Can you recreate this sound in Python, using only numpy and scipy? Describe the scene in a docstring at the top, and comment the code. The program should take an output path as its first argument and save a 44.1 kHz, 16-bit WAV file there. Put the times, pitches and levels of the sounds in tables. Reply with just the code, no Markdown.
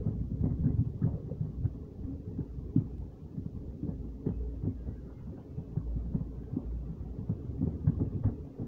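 """Railway coach on uneven track.

Heard inside a coach rolling slowly through a yard: wheels rumble (shaped noise) and knock over joints.
Each knock is a floor heave with ringing body modes; steel clatters in bursts of taps, clacks and clanks.
The body booms and sways after jolts, wall panels hum (resonated noise), a loose panel knocks.
The flange rubs (many tiny squeaks) and squeals faintly (gliding tones); the microphone adds a trace of hiss."""
import sys
import numpy as np
from scipy import signal
from scipy.fft import rfft, irfft, next_fast_len
from scipy.io import wavfile
from scipy.ndimage import uniform_filter1d

SR = 44100
rng = np.random.default_rng(int(sys.argv[2]) if len(sys.argv) > 2 else 0)


def pcm_store(signal):
    """Save signal as 16-bit PCM."""
    levels = np.round(np.clip(np.atleast_2d(signal), -1, 1) * 32767)
    wavfile.write(sys.argv[1], SR, levels.astype(np.int16).T)


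N = 382347
TIME = np.arange(N) / SR

# ride roughness: [t/s, rumble level/dB, rail roar level/dB]
RIDE = [(0.0, -38, -61), (0.289, -43.5, -68.5), (0.62, -39, -65), (1.03, -42.5, -66), (2.25, -45, -67.5),
        (2.8, -44.5, -65.5), (3.16, -47.5, -66.5), (3.54, -43.5, -69), (5.84, -47.5, -65),
        (6.35, -45.5, -64), (7.159, -46.5, -64.5), (7.45, -42, -64), (7.91, -39, -63), (8.6, -48, -65.5)]
# wheel modes: [f/Hz, level/dB]
WHEEL_MODES = [(1264, 5.5), (1333, 0), (1435, -1.5), (1520, -2), (1600, -2.5), (1703, -1.5), (1790, -8.5),
               (1910, -5.5), (2020, -7.5), (2126, -8), (2580, -9), (2780, -17.5), (3080, -7)]
# wheels striking joints and crossings: [crest t/s, thud level/dB, f/Hz, coach ring/dB re thud,
# rebound/dB re thud, clatter level/dB, clatter brightness/dB, boom level/dB]
WHEEL_JOLTS = [(.067, -22, 149, -4.5, -8, -43, -11, -39), (0.214, -28, 138, -2.5, -18, -62.5, 1.5, -44.5),
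               (0.319, -25.5, 180, -5.5, -16, -64.5, -10, -45),
               (.343, -27.5, 122, -9.5, -16, -67.5, -7, -52),
               (.413, -21.5, 120, -3, -11.5, -61.5, 1.5, -58.5), (.443, -21, 194, -5, 0.5, -51, 2.5, -46.5),
               (0.516, -26, 127, -4, -6, -64, 8, -54.5), (.593, -30, 130, -6.5, -15, -65.5, -2, -55.5),
               (.642, -21.5, 157, -5.5, 4, -59, 7.5, -58.5), (0.705, -23, 147.5, -3, -18, -56, 3.5, -63),
               (0.746, -24.5, 125, -12, -13.5, -70, 0.5, -60.5),
               (.793, -18.5, 107, -8, -1.5, -60, -3.5, -55.5),
               (.87, -25.5, 131, -6.5, -18.5, -67.5, 0, -59.5),
               (.959, -30, 117.5, -9, -15, -63.5, -5.5, -57), (1.024, -20.5, 189, -4.5, 2, -55, 3, -55),
               (1.068, -19.5, 150, -9, -10.5, -46.5, 0, -61.5),
               (1.144, -27.5, 153, -8, -6, -46.5, -8.5, -53), (1.314, -29, 149, -4.5, -7, -49, -3.5, -50),
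               (1.413, -21, 134, -27, -7, -62, 5, -60), (1.452, -28, 123, -21, -4, -61.5, 10, -46),
               (1.656, -20, 97, -11, -24, -58, 10, -52), (2.052, -29, 84, -14, -19, -69, 1, -57),
               (2.39, -24.5, 221, -7.5, -3.5, -59.5, 7, -44),
               (2.765, -11.5, 214, -11.5, -15, -62.5, 0.5, -43), (2.783, -20, 130, -2, -12, -58, 9.5, -63),
               (3.383, -26, 173, -2.5, -20, -63.5, 7, -63), (3.464, -26, 172, -23, -14, -57, -9, -46),
               (3.833, -24.5, 204, 0, -10, -56, -14, -44.5), (3.893, -22, 183, -8, -21, -49, -0.5, -43.5),
               (4.269, -20.5, 196, 0.5, -17.5, -44.5, -1.5, -35.5),
               (4.3, -22.5, 178, -10.5, -11, -53, 5, -56), (4.64, -26.5, 147, -1, -3.5, -56, 2, -48.5),
               (4.654, -31, 279, -1, -19.5, -68, -3, -59.5),
               (4.672, -22.5, 160, -0.5, -16, -48.5, -6, -44.5),
               (4.89, -27, 188, -8.5, -17, -45.5, -6, -47.5), (5.28, -32, 188, -8, -4.5, -55, 2, -59.5),
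               (5.383, -54.5, 187, 4, -4, -51, -6, -70), (5.587, -30, 150, -11.5, -8, -50, -4.5, -48),
               (5.776, -20, 140, -17, -11, -62, 0, -34), (5.965, -26, 154, -4, -11, -68, -6, -47),
               (6.152, -18.5, 160, -3.5, -26, -50, 3, -42.5), (6.213, -27.5, 153, -14, -16, -61, 5, -53),
               (6.535, -29, 140, -3, -6.5, -67, -1, -51), (6.571, -20, 233, -9.5, -18.5, -60, 5.5, -35.5),
               (6.911, -27.5, 145, -19, -7, -64.5, -2, -44.5), (7.187, -35, 126, 5, -8, -52, -11, -54.5),
               (7.3, -20.5, 155.6, -3.5, -11, -41.5, -7, -62),
               (7.616, -20, 220, -8.5, -14.5, -60, -6, -56.5),
               (7.632, -19, 191, -2.5, -12, -62.5, 0.5, -58),
               (7.676, -19.5, 154, -20.5, -12.5, -40, -12.5, -51.5),
               (7.849, -28, 193, -12, -10.5, -65, -3.5, -43), (7.878, -14, 123, -6.5, -6, -48, 3.5, -51),
               (8.01, -21.5, 174, 0.5, -8.5, -36.5, -14, -56.5), (8.158, -26.5, 106, -11, -15, -67, 2, -59),
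               (8.254, -19.5, 100, -2, -7, -50, 10, -60.5), (8.6, -30, 225, 4.5, -3.5, -41, -7, -69)]
REBOUND_DELAY_S = 0.01888


def amp(db):
    """Decibels to gain."""
    return 10 ** (np.asarray(db) / 20)


def evened(x):
    """Scales to an rms of one."""
    return x / np.sqrt(np.mean(x ** 2) + 1e-20)


def coloured(x, points):
    """Imposes a spectrum drawn through [f/Hz, level/dB] points, at an rms of one."""
    hz, db = np.transpose(points)
    bins_hz = np.fft.rfftfreq(len(x), 1 / SR)
    gain = amp(np.interp(np.log(bins_hz + 1), np.log(hz), db))
    return evened(irfft(rfft(x) * gain, len(x)))


def noise(points):
    """Steady noise of the given spectrum."""
    return coloured(rng.standard_normal(next_fast_len(N, True)), points)[:N]


def wander(max_hz):
    """Random slow curve of unit rms: a sum of sines up to max_hz."""
    t = np.linspace(0, N / SR, 4000)
    rates_hz = max_hz * np.geomspace(1 / 16, 1, 32)
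    waves = np.sin(2 * np.pi * (rates_hz[:, None] * t + rng.random((len(rates_hz), 1))))
    return np.interp(TIME, t, evened(waves.sum(0)))


def add(mix, s, sound):
    """Lays a sound into the mix at time s, cropped to the mix."""
    start = round(s * SR)
    part = mix[max(start, 0):][:max(len(sound) + min(start, 0), 0)]
    part += sound[max(-start, 0):][:len(part)]


def resonate(x, hz, width_hz):
    """One resonance, of gain one at its centre."""
    return signal.lfilter(*signal.iirpeak(hz, hz / width_hz, SR), x)


def bursts(rows, rise_s):
    """Envelope of [t/s, level/dB, fade/s] blows that build up quickly and die away exponentially."""
    envelope, t = np.zeros(N), np.arange(-SR // 16, SR // 2) / SR
    for s, db, fade_s in rows:
        add(envelope, s + t[0], amp(db) * np.exp(-np.where(t < 0, (t / rise_s) ** 2, t / abs(fade_s))))
    return envelope


def struck(hits, modes, rise_s, reach_hz, scatter, tail_db, tail_s):
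    """Steel rings hard for an instant, then faintly on; modes near the struck pitch speak most."""
    out, t = np.zeros(N), np.arange(-SR // 32, SR // 4) / SR
    hz, mode_db = np.transpose(modes)[:, :, None]
    for s, db, fade_s, struck_hz in hits:
        detune, phase = rng.random((2, len(modes), 1))
        dying = np.maximum(np.exp(-abs(t / fade_s)), amp(tail_db) * np.exp(-abs(t / tail_s)))
        shape = np.where(t < 0, np.exp(-(t / rise_s) ** 2), dying)
        share = amp(mode_db) * np.exp(-((hz - struck_hz) / reach_hz) ** 2)
        detuned_hz = hz * (1 + scatter * (2 * detune - 1))
        ring = shape * (share * np.sin(2 * np.pi * (detuned_hz * t + phase))).sum(0)
        add(out, s + t[0], amp(db) * ring * np.linalg.norm(shape) / np.linalg.norm(ring))
    return out


def ride(t):
    """Rumble level at the times t, in dB re the mean of its table."""
    s, db, _ = np.transpose(RIDE)
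    return np.interp(t, s, db) - np.mean(db)


def lumpy(x, size_db, lump_hz, lump_s):
    """Rough rail makes neighbouring pitches flare up and sink independently."""
    hz, t, z = signal.stft(x, SR, nperseg=1024, noverlap=768)
    field = rng.standard_normal(z.shape)
    for axis, span in enumerate([lump_hz / hz[1], lump_s / t[1]]):
        field = uniform_filter1d(field, max(round(span), 1), axis)
    lumped = signal.istft(z * amp(size_db * evened(field)), SR, nperseg=1024, noverlap=768)[1]
    return evened(lumped[:N])


def jingle(pings_per_s=350, ring_s=0.015, low_hz=480, high_hz=3000, size_db=4):
    """Countless small loose parts each ping briefly at a pitch of their own."""
    out, t = np.zeros(N), np.arange(SR // 14) / SR
    for when, pitch, length, size in rng.random((int(pings_per_s * N / SR), 4)):
        envelope = (1 - np.exp(-t / 0.0011)) * np.exp(-t / (ring_s * (.5 + length)))
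        hz = low_hz * (high_hz / low_hz) ** pitch
        db = size_db * min(-np.log(1 - size), 2)
        add(out, when * N / SR, amp(db) * envelope * np.sin(2 * np.pi * hz * t))
    return evened(out)


def rolling(rumble_db=2, roar_db=-1.5, jingle_db=-3, lumps_db=1.03, grit_db=1.0,
            panel_hz=330, panel_share=0.065):
    """Rough wheels on rough rail: lumpy rumble in the body, fainter roar from outside, grainy steel jingle."""
    # spectra: [f/Hz, level/dB]
    rumble_colour = [(15, -8.5), (28, -9), (40, -17), (56, 3), (76, 6), (110, 1.5), (135, 3), (168, 0.5),
                     (205, -3), (275, -3), (320, -9.5), (390, -10.5), (440, -13.5), (550, -36), (800, -40),
                     (2000, -78.5)]
    roar_colour = [(200, -25.5), (450, 11.5), (600, 1.5), (850, 1), (1000, -4), (1130, -1.5), (1400, -22),
                   (1900, -22.5), (2300, -27.5), (2620, -20.5), (2850, -30.5), (3300, -22), (6000, -52)]
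    jingle_colour = [(250, -13.5), (500, 3), (800, -2.5), (1130, -9), (1400, -17), (1900, -16), (2300, -20),
                     (2700, -17.5), (3300, -22), (6000, -44)]
    s, body_db, rail_db = np.transpose(RIDE)
    bumps = wander(25)
    ride_db = np.interp(TIME, s, body_db)
    body = lumpy(noise(rumble_colour), size_db=3.0, lump_hz=170, lump_s=.06)
    deep = signal.sosfiltfilt(signal.butter(4, panel_hz, fs=SR, output="sos"), body)
    # uneven track mostly shakes the deep end; small panels follow only in part
    panel_db = panel_share * ride_db + (1 - panel_share) * np.median(ride_db)
    rumble = deep * amp(ride_db) + (body - deep) * amp(panel_db)
    rumble = rumble * amp(rumble_db + lumps_db * bumps)
    roar = amp(roar_db) * lumpy(noise(roar_colour), size_db=5.0, lump_hz=190, lump_s=.035)
    steel = roar + amp(jingle_db) * coloured(jingle(), jingle_colour)
    return rumble + steel * amp(np.interp(TIME, s, rail_db) + 0.5 * bumps + grit_db * wander(40))


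def hums(swell_db=4.5, follow=0.39):
    """Wall panels resonate to noise, swell separately as the coach flexes, hum louder on rough track."""
    # panels: [f/Hz, width/Hz (half that of each filter), level/dB]
    panels = [(273, 12, -55.5), (427.2, 20, -60), (510, 60, -67.5)]
    humming = np.zeros(N)
    for hz, width_hz, db in panels:
        tone = resonate(rng.standard_normal(N), hz, 2 * width_hz)
        tone = resonate(tone, hz, 2 * width_hz)
        humming += amp(db) * evened(tone * amp(swell_db * wander(7)))
    return humming * amp(follow * ride(TIME))


def flange(slips_per_s=240, slip_s=0.028, spread=.09, size_db=4.5):
    """The flange catches and slips on the rail; tiny squeaks near the wheel's modes merge into a scrape."""
    # rubbing: [t/s, level/dB]
    rubbing = [(0, -83.5), (1.9, -84.5), (2.6, -83.5), (4.4, -83), (4.85, -79.5), (5.2, -77), (5.7, -82),
               (6.3, -82.5), (8.67, -79.5)]
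    out, t = np.zeros(N), np.arange(SR // 10) / SR
    for when, which, length, size, detune in rng.random((int(slips_per_s * N / SR), 5)):
        mode_hz, db = WHEEL_MODES[int(which * len(WHEEL_MODES))]
        age = t / (slip_s * (.5 + length))
        hz = mode_hz * (1 + spread * (2 * detune - 1))
        squeak = age * np.exp(-age ** 2) * np.sin(2 * np.pi * hz * t)
        add(out, when * N / SR, amp(db + size_db * min(-np.log(1 - size), 2)) * squeak)
    return evened(out) * amp(np.interp(TIME, *np.transpose(rubbing)))


def squeals(waver=.005, flutter_db=5, level_db=-1):
    """Thin, broken tones that catch, slide and let go as the flange leans on the rail."""
    # tones: [t/s, length/s, level/dB, first f/Hz, last f/Hz]
    tones = [(0.677, 0.064, -70, 1980, 2020), (4.283, 0.12, -79.5, 2500, 2630),
             (4.75, .11, -76, 1644, 1610), (4.832, .07, -74, 1650, 1690), (4.833, 0.13, -76, 1940, 1935),
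             (4.9, 0.16, -78, 1600, 1470), (4.95, .07, -74, 1660, 1600), (5.007, 0.083, -82, 2090, 2130),
             (5.053, 0.093, -73, 1340, 1350), (5.068, .07, -72, 1415, 1440), (5.133, 0.11, -78, 2130, 2080),
             (5.15, 0.076, -83, 1960, 2010), (5.202, .12, -82, 1460, 1400), (5.4, 0.091, -83, 1730, 1760),
             (5.43, 0.33, -85, 2670, 2580), (6.241, 0.42, -79.5, 1510, 1584),
             (6.866, 0.48, -84, 1940, 1860), (7.708, .05, -74.5, 2060, 2020)]
    out, drift, grip = np.zeros(N), wander(130), np.tanh(wander(50))
    for s, length_s, db, first_hz, last_hz in tones:
        span = (TIME >= s) & (TIME < s + length_s)
        along = (TIME[span] - s) / length_s
        hz = (first_hz + (last_hz - first_hz) * along) * (1 + waver * drift[span])
        tone = np.sin(np.pi * along) * np.sin(2 * np.pi * np.cumsum(hz) / SR)
        add(out, s, amp(db + level_db + flutter_db * grip[span]) * tone)
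    return out


def heaves(spring_hz=28, length_s=0.044):
    """The coach heaves on its springs at the deepest dips: a low sway of a few cycles."""
    # sways: [t/s, peak level/dB]
    sways = [(.46, -46.5), (.67, -45), (1.05, -46), (1.42, -45), (2.05, -47), (5.77, -49), (5.97, -50),
             (6.15, -45), (7.67, -48), (8.27, -40)]
    out, t = np.zeros(N), np.arange(-SR // 4, SR // 4) / SR
    for s, db in sways:
        add(out, s + t[0], amp(db) * np.exp(-(t / length_s) ** 2) * np.cos(2 * np.pi * spring_hz * t))
    return out


def drone(hz=57.1, waver=0.015, delay_s=0.14, rise_s=0.058, fade_s=0.13):
    """A low resonance of the coach swells shortly after each jolt and fades."""
    power, t = np.zeros(N), np.arange(-SR // 4, SR // 2) / SR
    swell = np.exp(-(t / np.where(t < 0, rise_s, fade_s)) ** 2)
    for s, *_, boom_db in WHEEL_JOLTS:
        add(power, s + delay_s + t[0], amp(boom_db) ** 2 * swell)
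    turns = np.cumsum(hz * (1 + waver * wander(22))) / SR
    return np.sqrt(2 * power) * np.sin(2 * np.pi * turns)


def clanks():
    """Hard blows ring the wheel itself."""
    # blows to a wheel: [t/s, level/dB, fade/s, most strongly struck f/Hz]
    wheel_hits = [(.074, -64.5, 0.017, 1340), (.45, -74, 0.045, 1990), (.503, -69.5, 0.023, 1395),
                  (.508, -75, 0.022, 1980), (.646, -66.5, 0.016, 1530), (.664, -62.5, 0.014, 1614),
                  (1.018, -61.5, 0.014, 1310), (1.031, -59, 0.013, 1720), (1.034, -57, .011, 1340),
                  (1.066, -70, 0.011, 1710), (1.654, -65.5, 0.016, 1520), (2.04, -74, 0.011, 1700),
                  (2.405, -69.5, .012, 1560), (2.763, -67.5, 0.014, 1390), (2.768, -78, 0.019, 2970),
                  (3.89, -74, 0.037, 1700), (4.263, -69, 0.025, 1870), (4.282, -77, 0.019, 2900),
                  (5.184, -68, .018, 1430), (5.372, -68, 0.024, 1470), (5.772, -67, 0.017, 1550),
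                  (6.15, -76, 0.016, 1400), (7.298, -67, .02, 1350), (7.872, -57, .008, 1540),
                  (7.874, -64, 0.0075, 2000), (7.884, -61.5, 0.01, 1560), (8.005, -66, 0.011, 1260),
                  (8.243, -64, .014, 1350), (8.258, -64.5, 0.022, 1790), (8.29, -63, .01, 1450)]
    return struck(wheel_hits, WHEEL_MODES, rise_s=0.0019, reach_hz=220, scatter=0.018,
                  tail_db=-15, tail_s=0.038)


def clacks():
    """The bogie's heavy steel fittings clack against their stops, short and dull."""
    # blows to the stops: [t/s, level/dB, fade/s, most strongly struck f/Hz]
    stop_hits = [(.073, -48.5, 0.019, 610), (.435, -51, 0.013, 685), (.455, -48.5, 0.023, 714),
                 (.695, -56.5, .018, 666), (1.069, -47.5, 0.034, 740), (1.148, -53, .02, 520),
                 (1.297, -51, 0.014, 670), (2.763, -59.5, .022, 754), (3.888, -53.5, 0.035, 720),
                 (4.263, -54, 0.028, 676), (4.661, -51.5, 0.024, 640), (5.1, -59, .02, 800),
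                 (5.274, -64, 0.018, 940), (5.381, -53, .014, 712), (5.759, -54, 0.025, 796),
                 (6.208, -55.5, 0.019, 760), (6.582, -52.5, 0.03, 795), (7.293, -55, 0.019, 800),
                 (7.318, -55, 0.012, 630), (7.622, -51.5, .016, 780), (7.674, -49, .02, 660),
                 (7.872, -52, 0.015, 884), (8.0, -48, 0.022, 790), (8.05, -52.5, 0.012, 600),
                 (8.241, -49.5, 0.018, 790), (8.262, -60, .012, 800), (8.285, -51, .014, 720)]
    # fitting modes: [f/Hz, level/dB]
    fitting_modes = [(545, 7.5), (612, -1.5), (668, -5), (735, -0.5), (815, -8.5), (885, -3), (970, -7.5),
                     (1060, -4.5), (1150, 0.5)]
    return struck(stop_hits, fitting_modes, rise_s=0.0012, reach_hz=330, scatter=0.049,
                  tail_db=-9.5, tail_s=0.031)


def knocks(crest_s=0.0062, overtone=1.13, overtone_db=-7):
    """A loose panel answers hollowly with a short pair of close modes."""
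    # panel knocks: [t/s, level/dB, f/Hz]
    panel_hits = [(0.011, -37.5, 415), (.439, -40.5, 350), (1.17, -41.5, 487), (1.199, -55, 463),
                  (1.312, -38.5, 486), (2.151, -50, 450), (2.391, -41.5, 381), (2.801, -41.5, 269),
                  (3.699, -51, 390), (3.893, -44, 380), (3.93, -48, 394), (4.264, -32, 380),
                  (4.402, -47.5, 431), (4.54, -52, 510), (4.669, -41.5, 367), (5.329, -43.5, 360),
                  (5.767, -44.5, 351), (6.152, -39.5, 374), (6.573, -40, 375), (7.299, -43, 398),
                  (7.548, -45.5, 397), (7.671, -37.5, 373), (8.014, -35, 313), (8.03, -41, 336),
                  (8.254, -47, 354), (8.293, -43.5, 429), (8.599, -54, 394)]
    out, t = np.zeros(N), np.arange(SR // 6) / SR
    swell = t / crest_s * np.exp(1 - t / crest_s)
    for s, db, hz in panel_hits:
        upper = np.sin(2 * np.pi * (overtone * hz * t + rng.random()))
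        pair = np.sin(2 * np.pi * hz * t) + amp(overtone_db) * upper
        add(out, s - crest_s / 2, amp(db) * swell * pair)
    return out


def clatter(rise_s=0.0096, lead_s=0.0087, fade_s=0.036, taps_per_s=800, blur=0.79, bright_hz=560,
            again_db=-5, level_db=-3.0, rattles_per_s=5, rattle_max_db=-66.5, rattle_fade_s=0.0073):
    """Jolts and rebounds shake loose bursts of tiny steel taps, muffled by the floor; stray rattles too."""
    # spectrum: [f/Hz, level/dB]
    steel_colour = [(150, -37.5), (250, 2), (320, -2), (430, 9), (540, -3), (680, -5.5), (850, -8),
                    (1100, -15), (1400, -23), (2050, -29), (2250, -41.5), (3100, -43), (6000, -65),
                    (16000, -70.5)]
    size = next_fast_len(N, True)
    taps = evened(rng.standard_normal(size) * (rng.random(size) < taps_per_s / SR))
    steel = coloured(taps + blur * rng.standard_normal(size), steel_colour)[:N]
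    dull = signal.sosfiltfilt(signal.butter(3, bright_hz, fs=SR, output="sos"), steel)
    shakes = []
    for s, *_, rebound_db, db, bright_db, _boom_db in WHEEL_JOLTS:
        shakes.append((s - lead_s, db, bright_db))  # just before the floor crests
        shakes.append((s + REBOUND_DELAY_S, db + rebound_db + again_db, bright_db))
    lower = bursts([(s, db, fade_s) for s, db, _ in shakes], rise_s)
    upper = bursts([(s, db + bright_db, fade_s) for s, db, bright_db in shakes], rise_s)
    chances = rng.random((int(rattles_per_s * N / SR), 2))
    rattles = [(when * N / SR, rattle_max_db - 10 * soft, rattle_fade_s) for when, soft in chances]
    stray = bursts(rattles, rise_s)
    return amp(level_db) * (lower * dull + upper * (steel - dull)) + stray * steel


def blows(rebound_hz=140, rebound_follow=0.11, rebound_ring_db=2,
          bumps_per_s=4.1, bump_db=-36, bump_spread_db=6, rough_db_per_doubling=4,
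          bump_hz=136, bump_pitch_spread=0.23, bump_ring_db=-4):
    """Floor blows as [t/s, level/dB, f/Hz, ring/dB]: jolts, rebounds, chance bumps (more on rough track)."""
    rows = []
    for s, db, hz, ring_db, rebound_db, *_ in WHEEL_JOLTS:
        rows.append((s, db, hz, ring_db))
        # the rebound's pitch follows the jolt's only slightly
        back_hz = rebound_hz * (hz / rebound_hz) ** rebound_follow
        rows.append((s + REBOUND_DELAY_S, db + rebound_db, back_hz, ring_db + rebound_ring_db))
    slot_s = 1 / 16
    slots = np.arange(0, N / SR, slot_s)
    for s, (chance, late, size, pitch) in zip(slots, rng.random((len(slots), 4))):
        if chance < bumps_per_s * slot_s * 2 ** (ride(s) / rough_db_per_doubling):
            db = bump_db + ride(s) + bump_spread_db * (2 * size - 1)
            hz = bump_hz * (1 + bump_pitch_spread * (2 * pitch - 1))
            rows.append((s + late * slot_s, db, hz, bump_ring_db))
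    return rows


def thuds(rise_cycles=0.76, fall_cycles=0.85, ring_gain_db=0.5, scatter=0.027, share_spread_db=3.0):
    """Each blow heaves the sprung floor for a cycle or two; the coach panels ring on after it."""
    # coach body modes: [f/Hz, level/dB, t60/s]
    body_modes = [(77.5, -6.5, 0.43), (102.7, 5, 0.2), (117.2, -13, 1), (149.7, -3, 0.2), (169, -6.5, 0.14),
                  (194, -10, 0.39), (229.7, 7.5, 0.24), (271.1, 3, 0.22), (305, -4, 0.02),
                  (344.6, -6.5, 0.21), (371.4, -9.5, 0.26), (448.2, -2.5, 0.09), (530, -16.5, 0.062)]
    out, t = np.zeros(N), np.arange(SR // 5) / SR
    lead_s = 1 / 32
    mode_hz, mode_db, t60_s = np.transpose(body_modes)[:, :, None]
    for s, db, hz, wet_db in blows():
        turns = (t - lead_s) * hz
        bell = np.exp(-(turns / np.where(turns < 0, rise_cycles, fall_cycles)) ** 2)
        heave = bell * np.cos(2 * np.pi * turns)
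        # every blow lands elsewhere, so the panels share it differently
        detune, share, phase = rng.standard_normal((3, len(body_modes), 1))
        reach = 1 / np.sqrt(1 + (mode_hz / (1.37 * hz)) ** 4)  # a low blow leaves the high modes alone
        gains = reach * amp(mode_db + share_spread_db * share - 60 * t / t60_s)
        modes = gains * np.sin(2 * np.pi * (mode_hz * (1 + scatter * detune) * t + phase))
        ring = modes.sum(0) * (1 - np.exp(-t / 0.0016))
        ring *= np.linalg.norm(heave) / np.linalg.norm(ring)
        add(out, s - lead_s, amp(db) * heave)
        add(out, s, amp(db + wet_db + ring_gain_db) * ring)
    return out


def through_floor(x):
    """The floor favours some pitches and swallows others: peaks and dips in series."""
    # floor response: [f/Hz, width/Hz, level/dB]
    floor_bands = [(77.4, 8.5, 2.5), (220.5, 68, -6.5), (258.2, 42, 4)]
    for hz, width_hz, db in floor_bands:
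        x = x + (amp(db) - 1) * resonate(x, hz, width_hz)
    return x


def scene():
    """Everything that reaches the seat."""
    track = rolling() + hums() + flange() + squeals()
    body = heaves() + drone() + knocks()
    steel = clanks() + clacks() + clatter()
    return (track + body + steel + through_floor(thuds()))[None]


def record(dry, hiss_db=-79, edge_hz=15750):
    """A soft start, microphone hiss, then the band limit."""
    # spectrum: [f/Hz, level/dB]
    hiss_colour = [(100, -6.5), (2500, -2), (4000, -0.5), (6000, -2), (7000, -5), (7900, -12), (13600, -13),
                   (14900, -5), (15700, -4)]
    fade_in = np.minimum(TIME / .003, 1)
    heard = fade_in * dry + amp(hiss_db) * noise(hiss_colour)
    lowpass = signal.firwin(511, edge_hz, window=("kaiser", 9), fs=SR)
    return signal.oaconvolve(heard, lowpass[None], "same")


dry = scene()
out = record(dry)
pcm_store(out)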